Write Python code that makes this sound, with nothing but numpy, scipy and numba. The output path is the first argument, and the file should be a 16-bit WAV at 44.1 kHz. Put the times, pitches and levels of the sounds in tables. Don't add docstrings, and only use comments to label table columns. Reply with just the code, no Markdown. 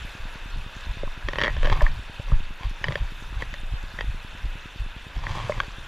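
import sys
import numpy as np
from scipy import signal
from scipy.fft import rfft, irfft
from scipy.io import wavfile
from scipy.ndimage import uniform_filter1d
from numba import njit

SR = 44100
rng = np.random.default_rng(int(sys.argv[2]) if len(sys.argv) > 2 else 0)


def magnitude_from_level(level_db):
    exponent = np.asarray(level_db, float) / 20
    return 10 ** exponent


def dump_mix(stems):
    frames = np.atleast_2d(stems).T
    limited = np.clip(frames, -1, 1)
    pcm = np.round(limited * 32767).astype(np.int16)
    wavfile.write(sys.argv[1], SR, pcm)


N = 259037
T = np.arange(N) / SR

# time_s, level_db, treble_tilt_db_per_octave
CREEK_LEVELS = [(0.0, -43, .8), (.6, -43.5, 0.9), (1.24, -44, .5), (1.7, -40, -0.7), (1.9, -43.5, 1.2),
                (2.63, -46, 0.6), (3.2, -46, 1.5), (3.73, -45.5, 1), (4.6, -45, 1), (5.2, -45, 0.7),
                (5.46, -40.5, -1.5), (5.62, -44, 1.6), (5.87, -44, 0)]
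# frequency_hz, density_db
WATER_SPECTRUM = [(71, -39), (120, -10.5), (436, -11.5), (937, -17), (1170, -11.5), (1490, -4),
                  (2270, -8.5), (2620, -5.5), (3270, -8.5), (3610, -9.5), (4990, -24), (7460, -32.5),
                  (14800, -35.5)]
# centre_hz, width_hz, lift_db
PORT_MODES = [(944, 320, 10), (1670, 70, 3), (2577, 215, 5), (3598, 107, 7), (5900, 1700, 5),
              (7290, 1160, 6.5), (10200, 890, 5.5)]
BASS_TILT_DB = 0.76

# start_s, peak_db, top_hz (each band runs from a quarter of this up to just
SPRAY_TICKS = [(0.3415, -36, 5900), (0.8086, -29, 5610), (1.631, -25, 5580), (1.8216, -20.5, 5600),
               (2.6958, -32, 6100), (3.4206, -29, 6000), (3.5404, -30, 6080), (3.6127, -39, 5710),
               (3.829, -35, 6690), (4.725, -42, 6150), (5.1394, -46, 5560)]
# peak_s, rise_s, fall_s, level_db, top_hiss_relative_db
BRUSHES = [
    (1.66, .04, .08, -53, -6),
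    (1.77, .05, 0.046, -55, -5),
    (1.83, 0.023, 0.055, -49, -5),
    (5.39, 0.18, .3, -51, -20),
]

# mode_hz, t60_s, slip_level_db, drag_level_db
HOUSING_MODES = [(570, 0.04, -3, -1), (1082, 0.015, -1.5, 4), (1780, 0.0058, 1, -11),
                 (1841, 0.064, -11, -10), (190, 0.016, -9, -13.5), (417, 0.011, -6.5, -7),
                 (910, 0.0092, -15.5, -15), (1430, 0.0036, -10, -6), (2190, 0.0076, -8, -2),
                 (2720, 0.0087, -7.5, -38), (3210, 0.0086, -1.5, -4.5), (3840, 0.012, -14, -16),
                 (4520, 0.02, -15, -15), (5360, 0.011, -19.5, -27), (5820, 0.012, -25, -25),
                 (6400, 0.0051, -26, -49), (9400, 0.0017, -33, -28)]
RING_SHARE, RING_SPREAD_DB = 0.83, 3.5
# start_s, third_mode_db, first_relative_db, upper_relative_db, third_mode_hz
CLASP_SNAPS = [(1.225, -37, -20, -19, 1670), (1.807, -19.5, -27, -20, 1780), (1.8647, -19, -17, -18, 1780),
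               (2.8407, -14.5, -14, -9.5, 1780), (2.883, -22, -3.5, -4.5, 1850),
               (2.9218, -25.5, -4, -4, 1950), (2.9546, -20.5, -2, -5, 1780), (3.4217, -22, -5, -15, 1866),
               (3.5395, -28, -7.5, -9, 1820), (3.988, -24.5, -5.5, -11, 1900),
               (4.008, -18.5, -10.5, -7.5, 1855), (5.267, -22, -18, -17, 1820),
               (5.5206, -25.5, -6, -16, 2080), (5.6012, -12.5, -20, -8, 1600)]
SNAP_SECOND_DB, LOOSE_SECOND_DB, LOOSE_FROM_S = -8.5, -0.5, 5.5
# start_s, third_mode_db, first_relative_db
MOUNT_CREAKS = [
    (1.5658, -33.5, 1),
    (1.6298, -26, 6),
    (1.6447, -27, 4),
    (1.6507, -25.5, 4.5),
    (1.6558, -21, -18),
    (1.671, -23.5, 4),
    (1.6981, -21, -2),
    (1.822, -33, 8),
]
CREAK_SECOND_DB, CREAK_UPPER_DB, CREAK_HZ = -5.5, -4.5, 1750
# start_s, first_mode_db, second_mode_db
WALL_TAPS = [(1.0324, -21, -39), (1.077, -42, -30), (1.7154, -26.5, -48), (1.7575, -34, -26),
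             (1.8155, -18, -18.5), (2.1976, -33, -51), (2.3175, -34, -26.5), (2.9064, -28, -33),
             (3.3298, -53, -35), (5.3545, -38, -34), (5.3703, -34, -32), (5.3991, -36, -27.5),
             (5.4948, -13, -22.5)]
TAP_THIRD_DB, TAP_UPPER_DB, TAP_HZ = -19.5, -15, 1667
# start_s, third_mode_db
HINGE_RATCHET = [(1.2852, -20), (1.3327, -24.5), (1.3565, -26.5), (1.3847, -18.5), (1.393, -25),
                 (1.4035, -22.5), (1.414, -15.5), (1.4208, -19), (1.4352, -13), (1.444, -17), (1.4501, -19),
                 (1.4593, -20), (1.4686, -19), (1.4786, -15), (1.497, -29.5), (1.511, -40)]
RATCHET_HZ, TIGHT_S, EASES_S = 1842, 1.39, 1.441
RATCHET_FIRST_DB, RATCHET_SECOND_DB, TIGHT_FIRST_DB, TIGHT_SECOND_DB = -4, -1, -7.5, -7
RATCHET_UPPER_DB, DULLS_DB_PER_S = -4, -250
# peak_s, rise_s, fall_s, level_db, low_mode_db
STRAP_DRAG = [(1.38, 0.072, 0.17, -43.5, -2), (1.65, .03, 0.057, -38.5, -1), (1.715, 0.032, 0.049, -39, -4),
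              (1.78, 0.055, .05, -38.5, -16), (1.84, 0.027, 0.067, -43, -18),
              (2.29, 0.022, 0.15, -50.5, 0.5), (2.61, 0.022, 0.081, -49.5, -4.5),
              (2.85, 0.015, 0.24, -48, -11), (3.42, 0.11, 0.068, -52.5, -5), (5.26, 0.14, 0.26, -47.5, -5),
              (5.385, 0.097, 0.13, -44.5, -11), (5.56, 0.076, 0.14, -47.5, 2)]
DRAG_EVEN_DB, DRAG_DULLS = -46.5, 0.48

# inward_swing_s, peak_db
PULSE_BEATS = [(0.584, -27.5), (0.898, -20), (1.252, -20), (1.61, -30), (1.976, -26), (2.657, -16.5),
               (3.014, -16.5), (3.373, -20), (3.727, -17.5), (4.084, -17), (4.447, -19), (4.806, -19.5),
               (5.168, -20), (5.573, -28.5)]
BEAT_HZ, BEAT_CYCLES, BEAT_DB = 46, 0.82, -2.5
SWING_S, SWING_DB, SWING_HZ, SWING_CYCLES = 0.014, -6, 50, 0.44
REBOUND_S, REBOUND_DB, REBOUND_HZ, REBOUND_CYCLES = 0.0442, -9.5, 25.5, 1.78
# inward_swing_s, peak_db, swing_hz, decay_cycles (to 1/e)
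BODY_JOLTS = [(0.237, -25.5, 25.5, 1.24), (.545, -23.5, 24, 0.75), (1.074, -26, 20.6, 1.7),
              (1.498, -23.5, 34, 3), (1.57, -21.5, 60, 1.2), (1.651, -12.5, 21.7, 1.84),
              (1.726, -10, 22.2, 0.73), (1.853, -12.5, 21.2, 1.1), (1.911, -25, 20, 0.52),
              (2.199, -22, 98, 0.31), (2.286, -25, 32, 2.3), (2.326, -11.5, 74, 0.42),
              (2.362, -11, 19, 0.54), (2.435, -22.5, 16.6, 1.14), (2.871, -26.5, 106, 1.15),
              (3.66, -27.5, 22.1, 1.6), (4.042, -30, 41, 1.2)]
# swing_s, peak_db, swing_hz, decay_cycles (to 1/e)
OUTWARD_NODS = [
    (.205, -27, 35, 0.52),
    (.877, -29, 50, 0.9),
    (1.835, -8.5, 36, 0.57),
    (2.338, -7.5, 39.6, 0.4),
]
# peak_s, rise_s, fall_s, level_db, flutter_relative_db
WIND_GUSTS = [(0.01, .1, 0.14, -30, -35), (.6, 0.28, 0.22, -35, -27), (.95, 0.17, 0.27, -34, -20),
              (1.44, 0.18, 0.32, -28, -10.5), (1.72, 0.075, 0.23, -25.5, -4.5), (1.95, .07, .06, -44, 2.5),
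              (2.1, 0.13, .15, -43, -23), (2.3, 0.066, 0.11, -46, -5), (2.47, 0.2, 0.081, -34.5, -20),
              (2.88, 0.08, 0.096, -31.5, -6.5), (3.01, .08, 0.069, -44.5, 3), (3.4, 0.32, 0.34, -33, -15),
              (3.86, 0.068, 0.097, -36.5, -25), (4.04, 0.15, 0.19, -34, -7.5), (4.38, 0.098, 0.11, -39, -9),
              (4.55, .1, 0.14, -38, -18), (4.9, 0.19, 0.32, -43.5, -31), (5.28, 0.14, 0.092, -31, -7),
              (5.38, 0.059, 0.073, -37.5, 0), (5.56, 0.17, .1, -36.5, 1.5),
              (1.04, 0.033, 0.036, -43.5, 4.5), (.58, 0.028, .04, -43, 4.5), (5.86, 0.2, .1, -37.5, -15.5)]
CALM_DB, CALM_FLUTTER_DB = -47.5, -76
EDGE_DB = -16.5

BEACON_S, BEACON_FIRST_S = .102404, .0485
WHINE_HZ, WHINE_DB = 12617.5, -85
# frequency_hz, density_db
HISS_SPECTRUM = [(18, -29), (30, -5), (180, -6.5), (394, -11), (497, -8.5), (881, -14), (1060, -3.5),
                 (2030, -2), (2630, 1), (15000, -34.5)]
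HISS_DB = -62


def level(x, db):
    return x * magnitude_from_level(db) / np.sqrt(np.mean(x ** 2))


def band(x, lo_hz, hi_hz, order=2):
    return signal.sosfilt(signal.butter(order, [lo_hz, hi_hz], "band", fs=SR, output="sos"), x)


def ring(x, hz, t60):
    r, w = np.exp(-np.log(1000) / (t60 * SR)), 2 * np.pi * hz / SR
    return signal.lfilter([0, r * np.sin(w)], [1, -2 * r * np.cos(w), r * r], x)


def walk(rate):
    k = int(SR / rate)
    held = np.repeat(rng.standard_normal(N // k + 1), k)
    return 1.65 * uniform_filter1d(uniform_filter1d(held, k), k)[:N]


def swell_db(s, rise, fall, db):
    side_s = np.where(T < s, rise, fall)
    return np.maximum(db + EDGE_DB * ((T - s) / side_s) ** 2, -120)


def colour(x, points, modes, bands_db):
    f = np.fft.rfftfreq(N, 1 / SR) + 1
    hz, db = np.transpose(points)
    shape_db = np.interp(np.log(f), np.log(hz), db, left=-90)
    lift_db = sum(lift / (1 + (2 * (f - c) / w) ** 2) for c, w, lift in modes)
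    spectrum = rfft(x) * magnitude_from_level(shape_db + lift_db)
    out = np.zeros(N)
    for c in 25 * 2 ** np.arange(0, 9.6, .5):
        share = np.clip(1 - np.abs(2 * np.log2(f / c)), 0, 1)
        out += magnitude_from_level(bands_db(c)) * irfft(spectrum * share, N)
    return out


@njit
def grains(start, hz, cycles, size, glide, n):
    out = np.zeros(n)
    for k in range(len(start)):
        w, a, p = 2 * np.pi * hz[k] / SR, size[k], 0.
        steps = cycles[k] * SR / hz[k]
        for i in range(start[k], min(n, start[k] + int(5 * steps))):
            p += w
            out[i] += a * np.sin(p)
            a *= 1 - 1 / steps
            w *= 1 + glide / steps
    return out


def creek():
    s, *columns = np.transpose(CREEK_LEVELS)
    near_db, tilt_db = [np.interp(T, s, c, left=-120, right=-120) for c in columns]
    when, pitch, length, rarity = rng.random((30000, 4)).T
    hz = 500 * 24 ** pitch
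    size = np.sqrt(hz) * magnitude_from_level(-1.5 * np.log(rarity + 0.001))
    bubbles = grains((when * N).astype(np.int64), hz, 3 + 2.1 * length, size, 0.027, N)
    when, pitch, length, rarity = rng.random((2500, 4)).T
    hz = 4000 * 3.46 ** pitch
    size = np.sqrt(hz) * magnitude_from_level(-2.5 * np.log(rarity + 3e-3))
    splash = grains((when * N).astype(np.int64), hz, 3 + 20.0 * length, size, 0.025, N)
    water = rng.standard_normal(N) + level(bubbles, -5.0) + level(splash, -6.5)
    surge = .45 * walk(3)

    def flow_db(c):
        gurgle = (0.72 + c / 20000) * walk(12 + c / 400)
        treble = tilt_db * max(np.log2(c / 2500), 0)
        return surge + gurgle + treble + BASS_TILT_DB * max(np.log2(1800 / c), 0)

    out = colour(water, WATER_SPECTRUM, PORT_MODES, flow_db)
    return out * magnitude_from_level(near_db) / np.std(band(out, 950, 5400))


def spray_ticks():
    out, t = np.zeros(N), T[:600]
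    for s, db, hz in SPRAY_TICKS:
        noise = rng.standard_normal(600) * np.exp(-t / 0.0013)
        click = band(noise, hz / 4.0, min(hz * 1.06, 15000))
        i = int(s * SR)
        out[i:i + 600] += click / np.abs(click).max() * magnitude_from_level(db - 5.0)
    return out


def brush():
    noise = rng.standard_normal(N) * magnitude_from_level(2.2 * walk(40))
    swish = level(band(noise, 1300, 6000), 0)
    top = level(band(noise, 9500, 22000), 0)
    return sum(magnitude_from_level(swell_db(*row[:4])) * (swish + magnitude_from_level(row[4]) * top) for row in BRUSHES)


def slips():
    rows = []
    for s, db, first_db, upper_db, hz in CLASP_SNAPS:
        second_db = SNAP_SECOND_DB if s < LOOSE_FROM_S else LOOSE_SECOND_DB
        rows.append((s, db, first_db, second_db, upper_db, hz))
    for s, db, first_db in MOUNT_CREAKS:
        rows.append((s, db, first_db, CREAK_SECOND_DB, CREAK_UPPER_DB, CREAK_HZ))
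    for s, first_db, second_db in WALL_TAPS:
        db = max(first_db, second_db) + TAP_THIRD_DB
        rows.append((s, db, first_db - db, second_db - db, TAP_UPPER_DB, TAP_HZ))
    for s, db in HINGE_RATCHET:
        loose, tight = (RATCHET_FIRST_DB, RATCHET_SECOND_DB), (TIGHT_FIRST_DB, TIGHT_SECOND_DB)
        low_db = loose if s < TIGHT_S else tight
        upper_db = RATCHET_UPPER_DB + DULLS_DB_PER_S * max(s - EASES_S, 0)
        rows.append((s, db, *low_db, upper_db, RATCHET_HZ))
    return rows


def mount_slips():
    out, t = np.zeros(N + 6000), T[:6000]
    snap = band(np.exp(-((t - .0008) / .00004) ** 2), 930, 4900)
    snap = snap / np.abs(snap).max()
    for s, db, first_db, second_db, upper_db, third_hz in slips():
        detune, phase, late = rng.standard_normal((3, len(HOUSING_MODES)))
        i = int(s * SR)
        out[i:i + 6000] += np.sign(late[0]) * snap * magnitude_from_level(db + 0.44 * upper_db - 7.5)
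        for k, (hz, t60, slip_db, _) in enumerate(HOUSING_MODES):
            hz = third_hz * hz / 1800 if k in (2, 3) else hz * (1 + .035 * detune[k])
            span = .0004 * magnitude_from_level(2.5 * late[k])
            push = (t / span) ** 2 * np.exp(-t / span) * np.cos(2 * np.pi * hz * t + 3 * phase[k])
            tone = ring(push, hz, t60 * RING_SHARE * magnitude_from_level(RING_SPREAD_DB * detune[-k]))
            rel_db = first_db if hz < 750 else second_db if k == 1 else upper_db if hz > 2500 else 0
            out[i:i + 6000] += tone / np.abs(tone).max() * magnitude_from_level(db + rel_db + slip_db + 0.5)
    return out[:N]


def strap_drag():
    sizes_db = 2.5 * np.minimum(rng.exponential(size=N), 4)
    hail = rng.standard_normal(N) * magnitude_from_level(sizes_db) * (rng.random(N) < .05) * magnitude_from_level(2.2 * walk(90))
    spans = []
    for *swell, low_db in STRAP_DRAG:
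        db = swell_db(*swell)
        spans.append((db, low_db, np.clip(DRAG_DULLS * (DRAG_EVEN_DB - db), -6, 3)))
    out = np.zeros(N)
    for k, (hz, t60, _, drag_db) in enumerate(HOUSING_MODES):
        gain = np.zeros(N)
        for db, low_db, bright in spans:
            tilt_db = bright * np.log2(hz / 1060) * (db > -100) if k else low_db
            gain += magnitude_from_level(db + tilt_db)
        rubbed = band(ring(hail, hz, 0.65 * min(t60, .04)), hz / 1.88, hz * 1.63, order=1)
        out += level(rubbed, drag_db) * gain
    return out


def thumps():
    swings = [(-1, row) for row in BODY_JOLTS] + [(1, row) for row in OUTWARD_NODS]
    for s, db in PULSE_BEATS:
        swings.append((-1, (s, db + BEAT_DB, BEAT_HZ, BEAT_CYCLES)))
        swings.append((1, (s + SWING_S, db + SWING_DB, SWING_HZ, SWING_CYCLES)))
        swings.append((-1, (s + REBOUND_S, db + REBOUND_DB, REBOUND_HZ, REBOUND_CYCLES)))
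    out = np.zeros(N)
    t = T[:12000] - 3000 / SR
    edge = 0.093 * np.cos(2 * np.pi * 110 * t) * np.exp(-(t / 0.01) ** 2)
    for way, (s, db, hz, cycles) in swings:
        i = int(s * SR)
        rise = np.exp(-(t * hz / (0.53 * cycles)) ** 2)
        envelope = np.where(t < 0, rise, np.exp(-np.abs(t) * hz / cycles))
        out[i - 3000:i + 9000] += way * magnitude_from_level(db + 1.5) * (np.cos(2 * np.pi * hz * t) * envelope + edge)
    return out


def gusts():
    deep = level(band(rng.standard_normal(N), 14, 42.3), -2.5)
    flutter = rng.standard_normal(N) * magnitude_from_level(3 * walk(30))
    upper = level(band(flutter, 70, 146, order=3), 0.66)
    deep_gain, upper_gain = magnitude_from_level(CALM_DB), magnitude_from_level(CALM_FLUTTER_DB)
    for *swell, flutter_db in WIND_GUSTS:
        gust = magnitude_from_level(swell_db(*swell))
        deep_gain = deep_gain + gust
        upper_gain = upper_gain + gust * magnitude_from_level(flutter_db)
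    return deep_gain * deep + upper_gain * upper


def electronics():
    bursts = np.zeros(N)
    at = (np.arange(BEACON_FIRST_S, N / SR, BEACON_S) * SR).astype(int)
    bursts[at] = magnitude_from_level(.5 * rng.standard_normal(len(at)))
    t = T[:2000]
    sag = np.clip(t / 0.0015, 0, 1) * np.exp(-np.clip(t - .0015, 0, 1) / 0.0025)
    dips = np.convolve(bursts, sag)[:N]
    dips = signal.sosfilt(signal.butter(2, 30, "high", fs=SR, output="sos"), dips)
    dips = signal.sosfilt(signal.butter(2, 600, fs=SR, output="sos"), dips)
    whine = magnitude_from_level(WHINE_DB + 1.9 * walk(1.1)) * np.sin(2 * np.pi * WHINE_HZ * T)
    return whine - magnitude_from_level(-26.5) * dips


def channel_hiss():
    patches = walk(20)
    noise = rng.standard_normal(N)
    hiss = colour(noise, HISS_SPECTRUM, [], lambda c: 5.9 * patches + 6.65 * walk(25.146))
    return level(hiss, HISS_DB)


def scene():
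    water = creek() + spray_ticks()
    handling = brush() + mount_slips() + strap_drag()
    mono = water + handling + thumps() + gusts() + electronics()
    side = channel_hiss()
    return np.array([mono + side, mono - side])


def roll_off(x):
    return signal.sosfilt(signal.butter(12, 15650, fs=SR, output="sos"), x)


def record(dry):
    limited = np.tanh(1.101 * dry) / 1.083
    top_cut = signal.ellip(8, .2, 70, 14900, fs=SR, output="sos")
    return roll_off(signal.sosfilt(top_cut, limited))


dry = scene()
out = record(dry)
dump_mix(out)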